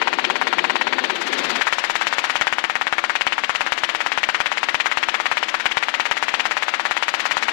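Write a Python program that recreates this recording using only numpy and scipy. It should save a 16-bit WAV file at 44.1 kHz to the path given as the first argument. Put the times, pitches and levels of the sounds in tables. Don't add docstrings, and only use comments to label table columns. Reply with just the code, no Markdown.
import sys
import numpy as np
from scipy import signal
from scipy.fft import rfft, irfft, next_fast_len
from scipy.io import wavfile
from scipy.ndimage import map_coordinates

SR = 44100
rng = np.random.default_rng(int(sys.argv[2]) if len(sys.argv) > 2 else 0)


def master_out(mix):
    frames = np.transpose(np.atleast_2d(mix))
    ceiling = np.clip(frames, -1, 1)
    pcm = np.round(ceiling * 32767).astype(np.int16)
    wavfile.write(sys.argv[1], SR, pcm)


def elevation(decibels):
    levels = np.asarray(decibels, float)
    return 10 ** (levels / 20)


N = 331746


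def unit(x):
    return x / np.sqrt(np.mean(x ** 2) + 1e-20)


def curves(rows):
    s, *columns = np.transpose(rows)
    return [np.interp(np.arange(N) / SR, s, column) for column in columns]


def wobble(rate):
    knots = rng.standard_normal(int(N * rate / SR) + 4)
    return map_coordinates(knots, [np.arange(N) * rate / SR])


def filtered(x, response):
    m = next_fast_len(N + 8192)
    hz = np.fft.rfftfreq(m, 1 / SR)
    return irfft(rfft(x, m) * response(hz), m)[:N]


def noise(spectrum):
    f, db = np.transpose(spectrum)
    colour = lambda hz: elevation(np.interp(np.log(hz + 1), np.log(f), db))
    return unit(filtered(rng.standard_normal(N), colour))


def late(hz, ms):
    return np.exp(-2j * np.pi * hz * ms / 1000)


def train(times, gains):
    places = np.round(times * SR).astype(int)
    return np.bincount(np.clip(places, 0, N - 1), gains, N)


def after_each(times, gains, shape, lead_ms):
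    ms = np.arange(SR // 16) * 1000 / SR - lead_ms
    lead = int(lead_ms * SR / 1000)
    laid = signal.fftconvolve(train(times, gains), shape(ms))
    return np.abs(laid[lead:lead + N])


def hum(base_hz, orders):
    turn = 2 * np.pi * base_hz * np.arange(N) / SR
    out = np.zeros(N)
    for order, db in orders:
        out += elevation(db + 2.5 * wobble(9)) * np.sin(order * turn + .6 * wobble(8))
    return out


def idle_input():
    # f/Hz, level/dB per Hz
    hiss = [(10, 0), (100, -11), (400, -18), (2000, -23), (10000, -28), (15000, -29), (15800, -50)]
    return elevation(-71 + 1.2 * wobble(1.5)) * noise(hiss)


def crankshaft():
    # multiple of the crank rate, peak level/dB
    orders = [(4, -62), (6, -50.5), (8, -67)]
    return hum(44.0, orders)


def tail_rotor():
    # multiple of the blade rate, peak level/dB
    orders = [(2, -53), (3, -47), (4, -52)]
    return hum(112.4, orders)


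def air(pass_s):
    # t/s, level/dB
    turbulence = [(0.02, -32), (0.3, -31), (0.9, -32), (1.15, -30.5), (1.38, -25.5), (1.61, -26.5),
                  (1.84, -27.5), (2.07, -27), (2.3, -27), (2.75, -32.5), (3.21, -30.5), (3.9, -29.5),
                  (4.57, -30), (5.3, -29.5), (5.94, -30), (6.4, -28.5), (6.85, -29.5), (7.31, -27)]
    # f/Hz, level/dB per Hz
    roar_colour = [(25, -19), (100, -49), (170, -18.5), (330, -7.5), (420, -10), (650, -3), (750, -4.5),
                   (1220, -4), (1860, -1.5), (3040, -6), (4120, -11.5), (7230, -29), (11800, -49.5),
                   (16000, -66)]
    # f/Hz, level/dB per Hz
    swish_colour = [(800, -40), (2000, -12), (3500, -4), (5000, -8), (7300, -12), (8500, -22), (12000, -27),
                    (16000, -45)]
    roar_db, = curves(turbulence)
    swish_db = -32.5 + 1.23 * (roar_db + 30)
    sweep = lambda ms: np.exp(-.5 * ((ms - 6) / np.where(ms < 6, 7, 10.5)) ** 2)
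    strength = elevation(rng.normal(0, 0.85, len(pass_s)))
    swish = unit(after_each(pass_s, strength, sweep, 25)) * noise(swish_colour)
    roar = elevation(roar_db + 2.5 + 0.4 * wobble(6.9) + 0.56 * wobble(40)) * noise(roar_colour)
    return roar + elevation(swish_db - 2.5) * swish


def cabin(hz):
    # f/Hz, width/Hz, depth (0-1)
    nulls = [(192, 20, .4), (382, 45, .55), (490, 40, .45), (655, 40, .65)]
    left = [1 - depth * 1j * hz * w / (c * c - hz * hz + 1j * hz * w) for c, w, depth in nulls]
    return np.prod(left, axis=0)


def passes():
    # t/s, speed/rpm
    rotor = [(0, 530.24), (.6, 526.19), (.95, 526.85), (1.2, 524.29), (2.6, 525.11), (3.2, 528.43),
             (4.3, 528.04), (4.8, 526.51), (6.6, 526.28), (7.1, 523.46), (7.52, 524.33)]
    # t/s, vortex closeness/dB, how far the second blade tracks off it/dB, blade loading/dB
    wake = [(0, -.5, .5, 0), (.2, 1, 3, 0), (.53, 1.7, 3.7, 0), (.6, 0, -.5, 0), (1.08, -2, 1, 0),
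            (1.17, -22, 0, -1), (1.52, -20, -1, 0), (1.6, -1, -1.3, 1), (2.26, -1.2, -1.4, 0),
            (2.4, 1.6, -.6, 0), (2.9, 1.9, .3, 0), (3.4, 1.7, 3.2, 0), (4.0, 1.9, 4, 0), (4.3, 1.6, 1.5, 1),
            (5.3, 1.6, 2.2, 1), (6.4, 1.8, 3.4, 1), (7.0, .6, 1, 0), (7.52, 1, 2, 0)]
    # t/s, crack change/dB, cabin answer change/dB
    gusts = [(.356, -1, -2.5), (1.040, -3.5, 0), (1.612, -2.8, 2), (1.784, -.7, -3), (1.899, -.7, -2.5),
             (2.412, .8, 3), (2.927, .9, 0), (3.268, 1.2, 2.5), (3.722, 1.2, 2), (3.778, -2.5, -2),
             (3.836, .7, 0), (4.346, -1, 2), (4.404, .9, 0), (4.517, -3.3, -3), (4.573, -3.5, -2.5),
             (4.745, 1.3, 0), (5.029, -.5, 2), (5.201, -2, -3), (5.485, -5.7, -2.5), (5.599, -5.5, -3.5),
             (5.657, .9, 1.5), (5.713, -5.3, -2.5), (5.771, 1.2, 2.5), (5.999, -1.6, 0), (6.113, 1.3, 1),
             (6.169, -4.5, -3), (6.283, .5, -3.5), (6.683, -2, .5), (6.911, 1.6, 0), (7.197, -5.5, -2)]
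    t = np.arange(N) / SR
    turns = .35 + np.cumsum(curves(rotor)[0]) / 60 / SR
    whole = np.arange(int(turns[-1]))
    s = np.interp(np.ravel([whole + .4937, whole + 1], order="F"), turns, t)
    second = 1 - np.arange(len(s)) % 2
    close_db, off_db, load_db = (np.interp(s, t, c) for c in curves(wake))
    gust_s, *gust = np.transpose(gusts)
    nearest = np.abs(s[:, None] - gust_s).argmin(axis=0)
    near_db, answer_db = (np.bincount(nearest, g, len(s)) for g in gust)
    chance = rng.standard_normal((len(s), 4))
    crack_db = close_db - second * off_db + near_db + .3 * chance[:, 0] * (near_db == 0)
    far_db = np.minimum(close_db, 0)
    wide_db = second * (-0.5 - 0.78 * (off_db - np.minimum(near_db, 0)))
    thud_db = -7.5 + 0.65 * far_db + wide_db + .9 * chance[:, 1]
    cabin_db = -14.5 + load_db + 0.031 * far_db + answer_db + .8 * chance[:, 2]
    wander_ms = .08
    return s + wander_ms / 1000 * chance[:, 3], thud_db, cabin_db, crack_db


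def pulse(hz, centre_hz, width_hz, blunt_ms, suction, early_ms):
    spike = np.exp(-.5 * (2 * np.pi * hz * blunt_ms / 1000) ** 2) * (1 - suction * late(hz, -.175))
    ring = 1j * hz * SR / (2 * np.pi) / (centre_hz ** 2 - hz ** 2 + 1j * hz * width_hz)
    microphone = (1j * hz / (300 + 1j * hz)) ** 2
    return spike * ring * late(hz, -early_ms) * microphone


def sounded(impulses):
    # f/Hz, width/Hz, lift/dB
    thud_rings = [(885, 1100, 18.5), (870, 500, 14.3)]
    # f/Hz, width/Hz
    crack_rings = [(1980, 800), (1600, 1200)]
    out = np.zeros(N)
    for (thuds, cracks), (centre_hz, width_hz, lift_db), crack in zip(impulses, thud_rings, crack_rings):
        out += elevation(lift_db) * filtered(thuds, lambda hz: pulse(hz, centre_hz, width_hz, .14, .67, .1))
        out += filtered(cracks, lambda hz: pulse(hz, *crack, .048, .59, .027))
    return out


def blows(s, paths, thud_db, crack_db, scatter_db=0, scatter_ms=0):
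    ms, ratio = np.transpose(paths)
    chance = rng.standard_normal((len(s), len(ms), 2))
    arrive = s[:, None] + (ms + scatter_ms * chance[..., 0]) / 1000
    size = ratio * elevation(scatter_db * chance[..., 1])

    def hits(blade, db):
        gains = size * elevation(db[:, None])
        return train(arrive[blade::2].ravel(), gains[blade::2].ravel())

    return np.array([[hits(blade, thud_db), hits(blade, crack_db)] for blade in (0, 1)])


def bounced(cabin_db, crack_db):
    return cabin_db + np.minimum(crack_db + 7, 0)


def far_slaps(s, thud_db, cabin_db, crack_db):
    # delay/ms, pressure ratio
    neighbour = [(1.0, .2), (2.05, .4), (5.0, .2), (6.44, .2), (7.62, .2), (8.7, .15), (9.43, .25),
                 (10.18, .17), (11.4, .2)]
    bounce_db = bounced(cabin_db, crack_db)
    return sounded(blows(s, neighbour, thud_db + 1.5, bounce_db + 6, 2.1, .04))


def other_headset(rotor, crank):
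    # f/Hz, level/dB per Hz
    drone = [(60, -53), (120, -28), (220, -2), (300, -4.5), (350, 6), (420, -1), (560, -2.5), (1000, -7.5),
             (3200, -8), (4500, -10), (5000, -25), (9000, -51)]
    # t/s, gain/dB
    gate = [
        (0, -0.5),
        (.5, 0),
        (1.0, 0),
        (1.4, 2),
        (1.6, 3.5),
        (1.625, -52),
        (7.52, -54),
    ]
    flutter = elevation(wobble(12))
    heard = far_slaps(*rotor) + elevation(-28) * flutter * noise(drone) + elevation(9) * crank
    return elevation(curves(gate)[0]) * heard


def scattered(s, cabin_db):
    # f/Hz, level/dB per Hz
    bright_colour = [(800, -21), (1500, -9.5), (2300, 1), (3000, 2.5), (4000, -8.5), (7000, -24.5),
                     (12000, -54), (16000, -62)]
    # f/Hz, level/dB per Hz
    dull_colour = [(300, -29), (700, -7.5), (1400, 1.5), (2000, 1.5), (3000, -15), (6000, -61)]
    swell = lambda ms: (ms / 8) ** 1.25 * np.exp(1.41 * (1 - (ms / 8) ** 1.36)) + 0.27 * np.exp(-ms / 16)
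    linger = lambda ms: swell(ms) + 0.32 * (ms / 14) ** 2 * np.exp(2 * (1 - ms / 14)) * (ms > 0)
    tilt_db = rng.normal(0, 2.6, len(s))
    bright = after_each(s, elevation(cabin_db - 7.5 + tilt_db), swell, 0) * noise(bright_colour)
    dull = after_each(s, elevation(cabin_db - 9.5 - tilt_db), linger, 0) * noise(dull_colour)
    return bright + dull


def slaps(s, thud_db, cabin_db, crack_db):
    # delay/ms, pressure ratio
    echo_paths = [(2.22, .24), (2.74, .12), (4.2, .13), (4.88, .2), (5.37, .35), (6.44, .3), (6.96, .1),
                  (7.64, .3), (8.1, .46), (8.55, .32), (8.98, .18), (9.41, .23), (10.1, .08), (10.68, .29),
                  (11.45, .22), (12.5, .08)]
    # delay/ms, pressure ratio
    rear_path = [(11.7, .26)]
    steep_db = 1.7 * np.maximum(crack_db - 1.3, 0)
    direct = blows(s, [(0, 1)], thud_db, crack_db - .6 + steep_db)
    bounce_db = bounced(cabin_db, crack_db)
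    echoes = blows(s, echo_paths, thud_db - 11, bounce_db + 13.5, 2.4, .035)
    rear = blows(s, rear_path, thud_db, crack_db - 30, 2.5, .1)
    return sounded(direct + echoes + rear) + scattered(s, cabin_db)


def scene():
    rotor = passes()
    crank = crankshaft()
    in_cabin = filtered(slaps(*rotor) + air(rotor[0]), cabin)
    line = in_cabin + crank + tail_rotor() + other_headset(rotor, crank)
    return np.array([line, idle_input()])


def band_limit(x):
    return signal.sosfilt(signal.butter(12, 16510, fs=SR, output="sos"), x)


def record(dry):
    clipped = np.clip(dry, -.93, .93)
    lost = np.maximum(dry - clipped, 0) ** 1.5
    thump = np.array([filtered(side, lambda hz: 1 / (1 + 1j * hz / 160)) for side in lost])
    strained = clipped - elevation(3.0) * thump
    limited = np.array([filtered(side, lambda hz: hz < 15900) for side in strained])
    return band_limit(limited)


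dry = scene()
out = record(dry)
master_out(out)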